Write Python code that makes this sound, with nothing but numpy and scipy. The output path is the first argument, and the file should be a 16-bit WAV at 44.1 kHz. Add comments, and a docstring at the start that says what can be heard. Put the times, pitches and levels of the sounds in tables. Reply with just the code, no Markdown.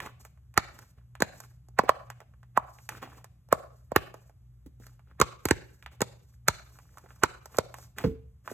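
"""Silicone domes in a hand-held plastic frame are popped one by one, close to the microphone in a small room.
Each dome buckles and snaps through: short falling tones give a hollow pock, bursts of noise a crack and slap.
Between pops fingers tap (blips, knocks and ticks) and rub (hissing, scuffing noise with tiny slips).
Near the end something hollow gets a soft bump, made of fading low tones, a thump and noise.
Echoes and room sound surround it all; a low rumble and a faint hum lie underneath."""
import sys
import numpy as np
from scipy import signal
from scipy.fft import rfft, irfft, next_fast_len
from scipy.io import wavfile

SR = 44100
rng = np.random.default_rng(int(sys.argv[2]) if len(sys.argv) > 2 else 0)


def to_wav(sig):
    """Store sig (one row per channel, or 1-D mono) as 16-bit WAV at the path in sys.argv[1].

    Samples outside -1..1 are clipped; the rate is SR.
    """
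    pcm = np.clip(np.atleast_2d(sig), -1, 1) * 32767
    pcm = np.round(pcm).astype(np.int16)
    wavfile.write(sys.argv[1], SR, pcm.T)  # frames by channels


N = 376173   # length of the scene in samples
AGE = np.arange(SR // 8) / SR   # time since a contact began, in s
ONSET_S = .00018   # how fast a hard contact grows

# domes snapping through: [t/s, dome level/dB, dome tone f/Hz, upper tone f/Hz, then levels above the dome:
# upper tone level/dB, air puff level/dB, frame level/dB, crack level/dB, slap level/dB; slap tilt/dB per octave]
POP_EVENTS = [(0.574, -29, 381, 1380, 10, -5, 0.5, 9, 4.5, -3),
              (1.202, -35.5, 332, 1170, -9.5, -10.5, -22.5, -3, -5.5, -0.5),
              (1.219, -23, 574, 1670, 0, -5.5, -19, -3.5, -4, 1),
              (1.786, -27, 522, 1615, 2.5, -8.5, -13.5, -16, -9, -3.5),
              (1.789, -18, 755, 1160, -3, -9, -27.5, -10, -25.5, 6),
              (1.89, -17.5, 592, 1153, 2.5, -39.5, -15, -11, -18, 4.5),
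              (2.572, -20.5, 764, 1136, 4, -13.5, -24, -28.5, -21, 3),
              (3.524, -16, 580, 1188, -2, -13, -30.5, -12, -13, 4.5),
              (3.916, -30.5, 573, 1100, -10.5, -9, -33.5, -18, -24.5, 4),
              (3.959, -19.5, 372, 1224, -3.5, -6, -3.5, -1.5, -8, 12.5),
              (5.198, -27.5, 375.6, 1050, -4, -1.5, -17, -7, -5.5, 0.5),
              (5.212, -23, 370, 1176, 6, -4, -13, 3.5, -0.5, -5),
              (5.452, -25.5, 328, 1230, -14, -4.5, -14.5, -6.5, -4, 4),
              (5.507, -18, 337, 1714, -3, -6, -15, -6.5, -8.5, -3),
              (6.004, -35, 383, 1116, -15.5, -8.5, -15.5, -0.5, -7, -0.5),
              (6.015, -26, 492, 902, -8, -5, -34, -2, -1.5, 0),
              (6.481, -32.5, 352, 1400, 9.5, 4.5, 1.5, 9.5, 11.5, -4.5),
              (7.233, -27.5, 365.5, 1423, 9.5, -8, -18.5, 9, 2, -0.5),
              (7.583, -21, 502, 1110, -10.5, -10, -20, -6.5, -8.5, 0.5)]
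# colour of the crack of a hard contact: [f/Hz, level/dB per Hz]
CRACK_COLOUR = [(500, 1), (1000, 7), (1900, -1.5), (2700, -9.5), (3600, -13.5), (4800, -7.5), (8000, -27)]
# colour of a knock on the toy: [f/Hz, level/dB per Hz]
KNOCK_COLOUR = [(300, -15.5), (700, -1.5), (1200, 1.5), (1800, -4.5), (2800, -14.5), (8000, -34)]
# colour of skin or nail on the toy: [f/Hz, level/dB per Hz]
SKIN_COLOUR = [(2500, -17), (4800, -0.5), (7200, 2), (8700, -0.5), (10000, -6.5), (13200, 1), (14500, -14),
               (16500, -18.5)]


def pops(flip_s=0.002, snap_s=0.002352, puff_octaves=0.73, dome_cycles=.9, upper_cycles=2.1, pan_db=-5):
    """A dome flips over with a slap, snaps home, puffs out air and sounds two falling tones and the frame."""
    puff_share = 0.35   # the puff's pitch as a share of the dome's
    dome_sag_octaves, upper_sag_octaves = 0.27, 0.45   # the pitch of both short tones falls as they fade
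    lead_in_s, lead_in_db = .025, -19   # faint noise: time ahead of the pop, level above the upper tone
    out = np.zeros((2, N))
    for s, db, dome_hz, upper_hz, upper_db, puff_db, frame_db, crack_db, slap_db, tilt_db in POP_EVENTS:
        puff = at_level(thump(puff_share * dome_hz, snap_s, puff_octaves), db + puff_db)
        dome = at_level(pock(dome_hz, snap_s, dome_cycles, dome_sag_octaves), db)
        upper = at_level(pock(upper_hz, snap_s, upper_cycles, upper_sag_octaves), db + upper_db)
        frame = frame_ring(snap_s, db + frame_db)
        crack_shape = swell(flip_s, ONSET_S, fall_s=0.0046, hold_s=0.0032)
        crack = at_level(burst(CRACK_COLOUR, crack_shape), db + crack_db)
        slap = at_level(slap_noise(flip_s, tilt_db), db + slap_db)
        add(out, s, panned(puff + slap, 0) + panned(dome + upper + frame + crack, pan_db))
        # a faint knock-coloured noise swells just before each pop
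        lead_in = burst(KNOCK_COLOUR, swell(lead_in_s, rise_s=.005, fall_s=.002))
        add(out, s - lead_in_s, panned(at_level(lead_in, db + upper_db + lead_in_db), pan_db))
    return out


def frame_ring(snap_s, db, t60_s=.007):
    """The snap jolts the plastic frame, and each of its modes rings briefly."""
    # modes of the plastic frame: [f/Hz, level/dB]
    frame_modes = [(1750, 2), (2150, -9.5), (2600, -17)]
    jolt = swell(snap_s, ONSET_S, fall_s=.001, hold_s=.001) * rng.standard_normal(len(AGE))
    out = np.zeros(len(AGE))
    for hz, mode_db in frame_modes:
        ring = resonate(resonate(jolt, hz, t60_s), hz, t60=.002)
        out += at_level(ring, db + mode_db)
    return out


def slap_noise(flip_s, tilt_db):
    """The slap of the flipping dome is a burst of treble, tilted brighter or duller for each pop."""
    # colour of the slap before tilting: [f/Hz, level/dB per Hz]
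    slap_colour = [(2500, -33.5), (4000, 9), (5000, -2), (6200, 5), (7200, 7), (8700, 0.5), (10000, -0.5),
                   (13000, -0.5), (16000, -19)]
    tilted = [(hz, level + tilt_db * np.log2(hz)) for hz, level in slap_colour]
    return burst(tilted, swell(flip_s, ONSET_S, fall_s=.0015, hold_s=.0017))


def pock(hz, start_s, peak_cycles, sag_octaves):
    """A few cycles of a short tone: it swells for peak_cycles and dies while its pitch sags through hz."""
    x = np.maximum(AGE - start_s, 0) * hz / peak_cycles   # 1 where the swell peaks
    pitch = hz * 2 ** (sag_octaves * (1 - x) / (1 + x))
    phase = 2 * np.pi * np.cumsum(pitch * (x > 0)) / SR
    envelope = x ** 2 * np.exp(-2 * np.minimum(x, 20))
    return np.gradient(envelope * np.sin(phase))


def thump(hz, start_s, width_octaves, lag_cycles=1.0):
    """One soft push of air centred on hz: its lower part arrives later, so it swoops down."""
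    f = np.fft.rfftfreq(len(AGE), 1 / SR) + 1
    size = np.exp(-.5 * (np.log2(f / hz) / width_octaves) ** 2) / np.sqrt(f)
    # each frequency arrives lag_cycles of its own cycles late
    cycles = f * start_s + lag_cycles * np.log(f / hz)
    return irfft(size * np.exp(-2j * np.pi * cycles), len(AGE))


def taps(lead_s=0.0016, pan_db=-3.5, width_octaves=.8, knock_db=-6.0, blip_db=-4.5):
    """A fingertip lands or lets go: a rubbery blip, a grainy knock near its pitch, and a tick of skin or nail."""
    # fingers landing or letting go; soft pads are low, nails high:
    # [t/s, strength level/dB, pitch f/Hz, tick level/dB]
    tap_events = [(0.001, -34.5, 1680, -49), (0.06, -42, 1580, -54), (0.249, -49.5, 1020, -56),
                  (0.373, -67.5, 1050, -85), (0.539, -55.5, 1395, -63.5), (0.788, -50, 1127, -54.5),
                  (1.151, -47.5, 1400, -60.5), (1.401, -48, 1000, -47.5), (1.436, -55.5, 1410, -74.5),
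                  (1.684, -58.5, 570, -66), (1.834, -32, 446, -73.5), (2.1, -40.5, 1200, -49.5),
                  (2.202, -47.5, 1000, -63), (2.214, -51.5, 780, -76), (2.336, -62, 966, -84),
                  (2.429, -55.5, 1200, -73), (2.785, -54, 1780, -77), (2.889, -35, 1590, -40.5),
                  (3.026, -40.5, 980, -59.5), (3.242, -48, 1070, -53.5), (3.486, -58.5, 650, -69.5),
                  (4.14, -43, 690, -58), (4.294, -55.5, 700, -75), (4.66, -42.5, 229.7, -95),
                  (4.798, -50.5, 280, -75), (4.865, -54.5, 1210, -56.5), (4.992, -60, 1050, -79.5),
                  (5.485, -33, 1670, -39), (5.824, -51, 2000, -66.5), (5.86, -40.5, 1970, -61.5),
                  (6.478, -43, 900, -32.5), (6.786, -51, 1200, -63.5), (6.971, -47, 1050, -63),
                  (6.981, -51, 1100, -56.5), (7.038, -46.5, 490, -83.5), (7.059, -52.5, 870, -92),
                  (7.104, -51.5, 1130, -79), (7.456, -47, 900, -50), (7.544, -44, 980, -69),
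                  (7.568, -70, 1000, -47), (7.74, -40.5, 1050, -51.5), (7.783, -47.5, 760, -56),
                  (7.983, -35.5, 1730, -43), (8.475, -35.5, 1037, -57), (8.513, -35, 383, -54)]
    knock_centre_hz = 1120   # the knock colour belongs to a touch of this pitch
    out = np.zeros(N)
    for s, db, hz, tick_db in tap_events:
        blip = at_level(thump(hz, lead_s, width_octaves), db + blip_db)
        stretch = min(hz / knock_centre_hz, 1.15)
        knock_colour = [(knock_hz * stretch, level) for knock_hz, level in KNOCK_COLOUR]
        knock = burst(knock_colour, swell(lead_s, rise_s=0.0005, fall_s=0.009))
        tick = burst(SKIN_COLOUR, swell(lead_s, rise_s=0.0004, fall_s=.003))
        add(out, s, blip + at_level(knock, db + knock_db) + at_level(tick, tick_db))
    return panned(out, pan_db)


def rubs(drag_db=-3, slip_db=-4.5, catch_db=3.2, pan_db=-1.0):
    """Skin drags at each change of grip and after each pop: it hisses, scuffs in fits and slips in small jerks."""
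    # fingers shifting their grip: [start t/s, length t/s, scuff level/dB, hiss level/dB]
    grip_shifts = [(0.0, 0.069, -45.5, -61), (.19, 0.059, -64, -61), (0.7, 0.12, -58, -65),
                   (0.955, 0.044, -68, -90), (1.3, 0.14, -63, -63), (2.648, 0.2, -76, -66),
                   (2.885, 0.084, -48, -60), (3.015, 0.028, -39.5, -59.5), (3.04, 0.15, -57.5, -68),
                   (4.777, 0.15, -68.5, -70), (5.055, 0.06, -68.5, -96.5), (5.905, 0.03, -59, -67),
                   (6.6, 0.6, -67.5, -70), (7.487, 0.077, -54.5, -60.5), (7.704, 0.15, -63.5, -60.5),
                   (7.96, 0.07, -44, -58), (8.434, 0.16, -52.5, -57.5)]
    # colour of the scuffing: [f/Hz, level/dB per Hz]
    scuff_colour = [(70, 3.5), (300, 5.5), (1200, -4), (2100, -6), (3200, -11.5), (8000, -24.5)]
    # after each pop the thumb slides off: delay, length, then scuff and hiss relative to the slap
    slide_wait_s, slide_s, slide_db, slide_hiss_db = 0.11, 0.22, -50.5, -48
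    # a stroke swells over this share of its length, and fades after it
    rise_share, release_s = .45, .022
    slides = []
    for s, db, *_, slap_db, _ in POP_EVENTS:
        slides.append((s + slide_wait_s, slide_s, db + slap_db + slide_db, db + slap_db + slide_hiss_db))
    scuff_power, hiss_power = np.zeros((2, N))
    t = np.arange(SR) / SR
    for s, length, db, hiss_db in list(grip_shifts) + slides:
        rise = np.minimum(t / (rise_share * length), 1)
        stroke = rise * np.exp(-np.maximum(t - length, 0) / release_s)
        add(scuff_power, s, (from_db(db) * stroke) ** 2)
        add(hiss_power, s, (from_db(hiss_db) * stroke) ** 2)
    grip = from_db(catch_db * np.minimum(wander(25), 2))   # uneven loudness
    drag = from_db(drag_db) * colour(rng.standard_normal(N), scuff_colour)
    body = (drag + from_db(slip_db) * slips()) * grip
    skin = colour(rng.standard_normal(N), SKIN_COLOUR) * grip
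    return panned(np.sqrt(scuff_power) * body + np.sqrt(hiss_power) * skin, pan_db)


def slips(per_s=110, range_db=20, low_hz=780, high_hz=1650, peak_cycles=1.2, sag_octaves=0.23):
    """Skin sticks and lets go at uneven moments, each slip a blip of its own pitch and size; rms 1."""
    out = np.zeros(N)
    for k, (when, pitch, size) in enumerate(rng.random((int(per_s * N / SR), 3))):
        blip = pock(low_hz * (high_hz / low_hz) ** pitch, 0, peak_cycles, sag_octaves)
        add(out, (k + 2 * when) / per_s, at_level(blip, range_db * size))
    return out / np.std(out)


def bump(start_s=8.039, contact_s=0.00813, click_db=-34, thump_hz=90, thump_db=-28, boom_db=-20):
    """A soft blow thumps, clicks and sets the low modes of a hollow body ringing."""
    # modes of the hollow body: [f/Hz, level/dB, time to fall 60 dB t/s]
    body_modes = [(70.3, -38, 1), (167.4, -18.5, 0.18), (261, -35.5, 0.34), (446, -25, 0.32),
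                  (492, -11, 0.056)]
    # colour of its many close low modes: [f/Hz, level/dB per Hz]
    boom_colour = [(230, 10), (400, 1), (800, -40.5)]
    t = np.arange(SR // 2) / SR
    ring = np.zeros(len(t))
    for k, (hz, db, t60) in enumerate(body_modes):
        sign = (-1) ** k   # every other mode starts the opposite way
        ring += sign * from_db(db - 60 * t / t60) * np.sin(2 * np.pi * hz * t)
    click = burst(CRACK_COLOUR, swell(0, ONSET_S, fall_s=0.015))
    boom = burst(boom_colour, swell(contact_s, contact_s / 2, fall_s=0.036))
    out = np.zeros(N)
    add(out, start_s, ring * (1 - np.exp(-t / contact_s)))
    add(out, start_s, at_level(click, click_db))
    add(out, start_s, at_level(thump(thump_hz, contact_s, 0.73), thump_db))
    add(out, start_s, at_level(boom, boom_db))
    return panned(out, -2.6)


def near_echoes(x, dull_hz=5000):
    """Surfaces within arm's reach throw back dull copies."""
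    # echoes: [delay t/s, level/dB]
    echo_list = [(.0021, -22), (.0037, -23), (.0046, -21.5)]
    dull = signal.sosfilt(signal.butter(1, dull_hz, fs=SR, output="sos"), x)
    out = np.zeros((2, N))
    for s, db in echo_list:
        add(out, s, from_db(db) * dull)
    return out


def room(x, build_s=0.00043, side_share=0.82, cluster_s=.011, cluster_db=3.0):
    """Reflections arrive as noise in uneven clusters and die away at a different speed in each band."""
    # strength of the reflections: [f/Hz, level/dB]
    room_levels = [(100, -15.5), (300, -22.5), (600, -18), (1200, -21.5), (2000, -18.5), (2900, -12.5),
                   (6000, -21), (13000, -22)]
    # time the room takes to fall by 60 dB: [f/Hz, t/s]
    room_decay = [(100, .35), (600, .47), (2500, .45), (4500, .39), (13000, .3)]
    t = np.arange(2 * SR // 3) / SR
    white, response = rng.standard_normal((2, 2, len(t))), 0
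    edges = np.geomspace(70, 14500, 21)
    cluster_times = np.arange(0, 1, cluster_s)
    shared = rng.standard_normal(len(cluster_times))   # unevenness common to all bands
    for k, (low, high) in enumerate(zip(edges, edges[1:])):
        hz = np.sqrt(low * high)
        band = signal.butter(2, [low, high], "band", fs=SR, output="sos")
        decay = from_db(-60 * t / at_hz(room_decay, hz)) * np.sqrt(1 - np.exp(-t / build_s))
        uneven = shared + rng.standard_normal(len(cluster_times))
        decay = decay * from_db(cluster_db * np.interp(t, cluster_times, uneven))
        mid, side = signal.sosfilt(band, white[k % 2] * decay / np.linalg.norm(decay))
        response = response + from_db(at_hz(room_levels, hz)) * (mid + side_share * side * [[1], [-1]])
    return signal.fftconvolve(x.mean(axis=0)[None], response, axes=1)[:, :N]


def ambience(own_share=0.1, air_db=-56.5, hum_hz=120.9, hum_db=-58.5):
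    """Low rumble, nearly the same on both sides, and a wavering hum somewhere in the house."""
    # colour of the rumble: [f/Hz, level/dB per Hz]
    air_colour = [(20, -14), (42, -6.5), (60, 14.5), (80, 5), (165, -3), (260, -20), (520, -31),
                  (1100, -32), (2500, -41.5), (13000, -40), (16000, -61.5)]
    air = colour(rng.standard_normal(N) + own_share * rng.standard_normal((2, N)), air_colour)
    t = np.arange(N) / SR
    hum = from_db(hum_db + 3 * wander(4)) * np.sqrt(2) * np.sin(2 * np.pi * hum_hz * t)
    return from_db(air_db) * air + hum


def wander(rate_hz):
    """Smooth chance that changes about rate_hz times a second; spread 1."""
    return colour(rng.standard_normal(N), [(rate_hz, 0), (6 * rate_hz, -40), (18 * rate_hz, -110)])


def swell(start_s, rise_s, fall_s, hold_s=0):
    """Grows exponentially up to start_s, holds, and then dies away."""
    rise = (AGE - start_s) / rise_s
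    fall = (start_s + hold_s - AGE) / fall_s
    return np.exp(np.clip(np.minimum(rise, fall), -40, 0))


def burst(spectrum, envelope):
    """A short coloured noise under an envelope."""
    return colour(rng.standard_normal(len(AGE)), spectrum) * envelope


def colour(x, spectrum):
    """Gives noise a spectrum; rms 1."""
    size = next_fast_len(x.shape[-1])
    gain = from_db(at_hz(spectrum, np.fft.rfftfreq(size, 1 / SR)))
    y = irfft(rfft(x, size) * gain, size)[..., :x.shape[-1]]
    return y / np.std(y)


def resonate(x, hz, t60):
    """A two-pole resonance that passes no steady pressure."""
    r = from_db(-60 / (t60 * SR))
    return signal.lfilter([1, 0, -1], [1, -2 * r * np.cos(2 * np.pi * hz / SR), r * r], x + 1e-18)


def at_level(x, db, span_s=0.011):
    """Scales a short sound to the energy of that rms level held for span_s."""
    return x * from_db(db) * np.sqrt(span_s * SR / np.sum(x ** 2))


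def from_db(db):
    """Decibels to gain."""
    return 10 ** (np.asarray(db) / 20)


def at_hz(points, hz):
    """Reads a table on a log-frequency axis."""
    table = np.array(points)
    return np.interp(np.log(hz + 1), np.log(table[:, 0]), table[:, 1])


def add(out, s, sound):
    """Mixes a sound in at time s."""
    i = int(np.clip(round(s * SR), 0, N))
    out[..., i:i + sound.shape[-1]] += sound[..., :N - i]


def panned(x, db):
    """Mono to stereo; db is the left level minus the right."""
    return x * from_db([[db / 2], [-db / 2]])


def delayed(x, s):
    """Delays by any fraction of a sample."""
    size = next_fast_len(N + SR // 8)
    turn = np.exp(-2j * np.pi * np.fft.rfftfreq(size, 1 / SR) * s)
    return irfft(rfft(x, size) * turn, size)[:N]


def scene(handling_room_db=7.5):
    """The toy close by, its echoes, the room and the quiet of the house."""
    handling = taps() + rubs()
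    toy = pops() + handling + bump()
    # the far side of the toy sends its own sound to the walls
    far_face = pops() + from_db(handling_room_db) * handling
    reverb = (room(toy) + room(far_face)) / np.sqrt(2)
    return toy + near_echoes(toy) + reverb + ambience()


def record(dry, turn_hz=640, lag_s=.000204, notch_hz=950, notch_q=16, low_cut_hz=51, cutoff_hz=16600):
    """The left port turns the phase of the treble and the right one lags; notch, low cut, rounded peaks, top cut."""
    turn = np.exp(-2 * np.pi * turn_hz / SR)
    left = signal.lfilter([-turn, 1], [1, -turn], dry[0])
    ports = np.array([left, delayed(dry[1], lag_s)])
    # a narrow dip from the microphone housing
    ports = signal.lfilter(*signal.iirnotch(notch_hz, notch_q, fs=SR), ports)
    ports = signal.sosfilt(signal.butter(4, low_cut_hz, "high", fs=SR, output="sos"), ports)
    rounded = ports / (1 + (ports / .93) ** 6) ** (1 / 6)
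    return signal.sosfilt(signal.ellip(10, .2, 80, cutoff_hz, fs=SR, output="sos"), rounded)


dry = scene()
out = record(dry)
to_wav(out)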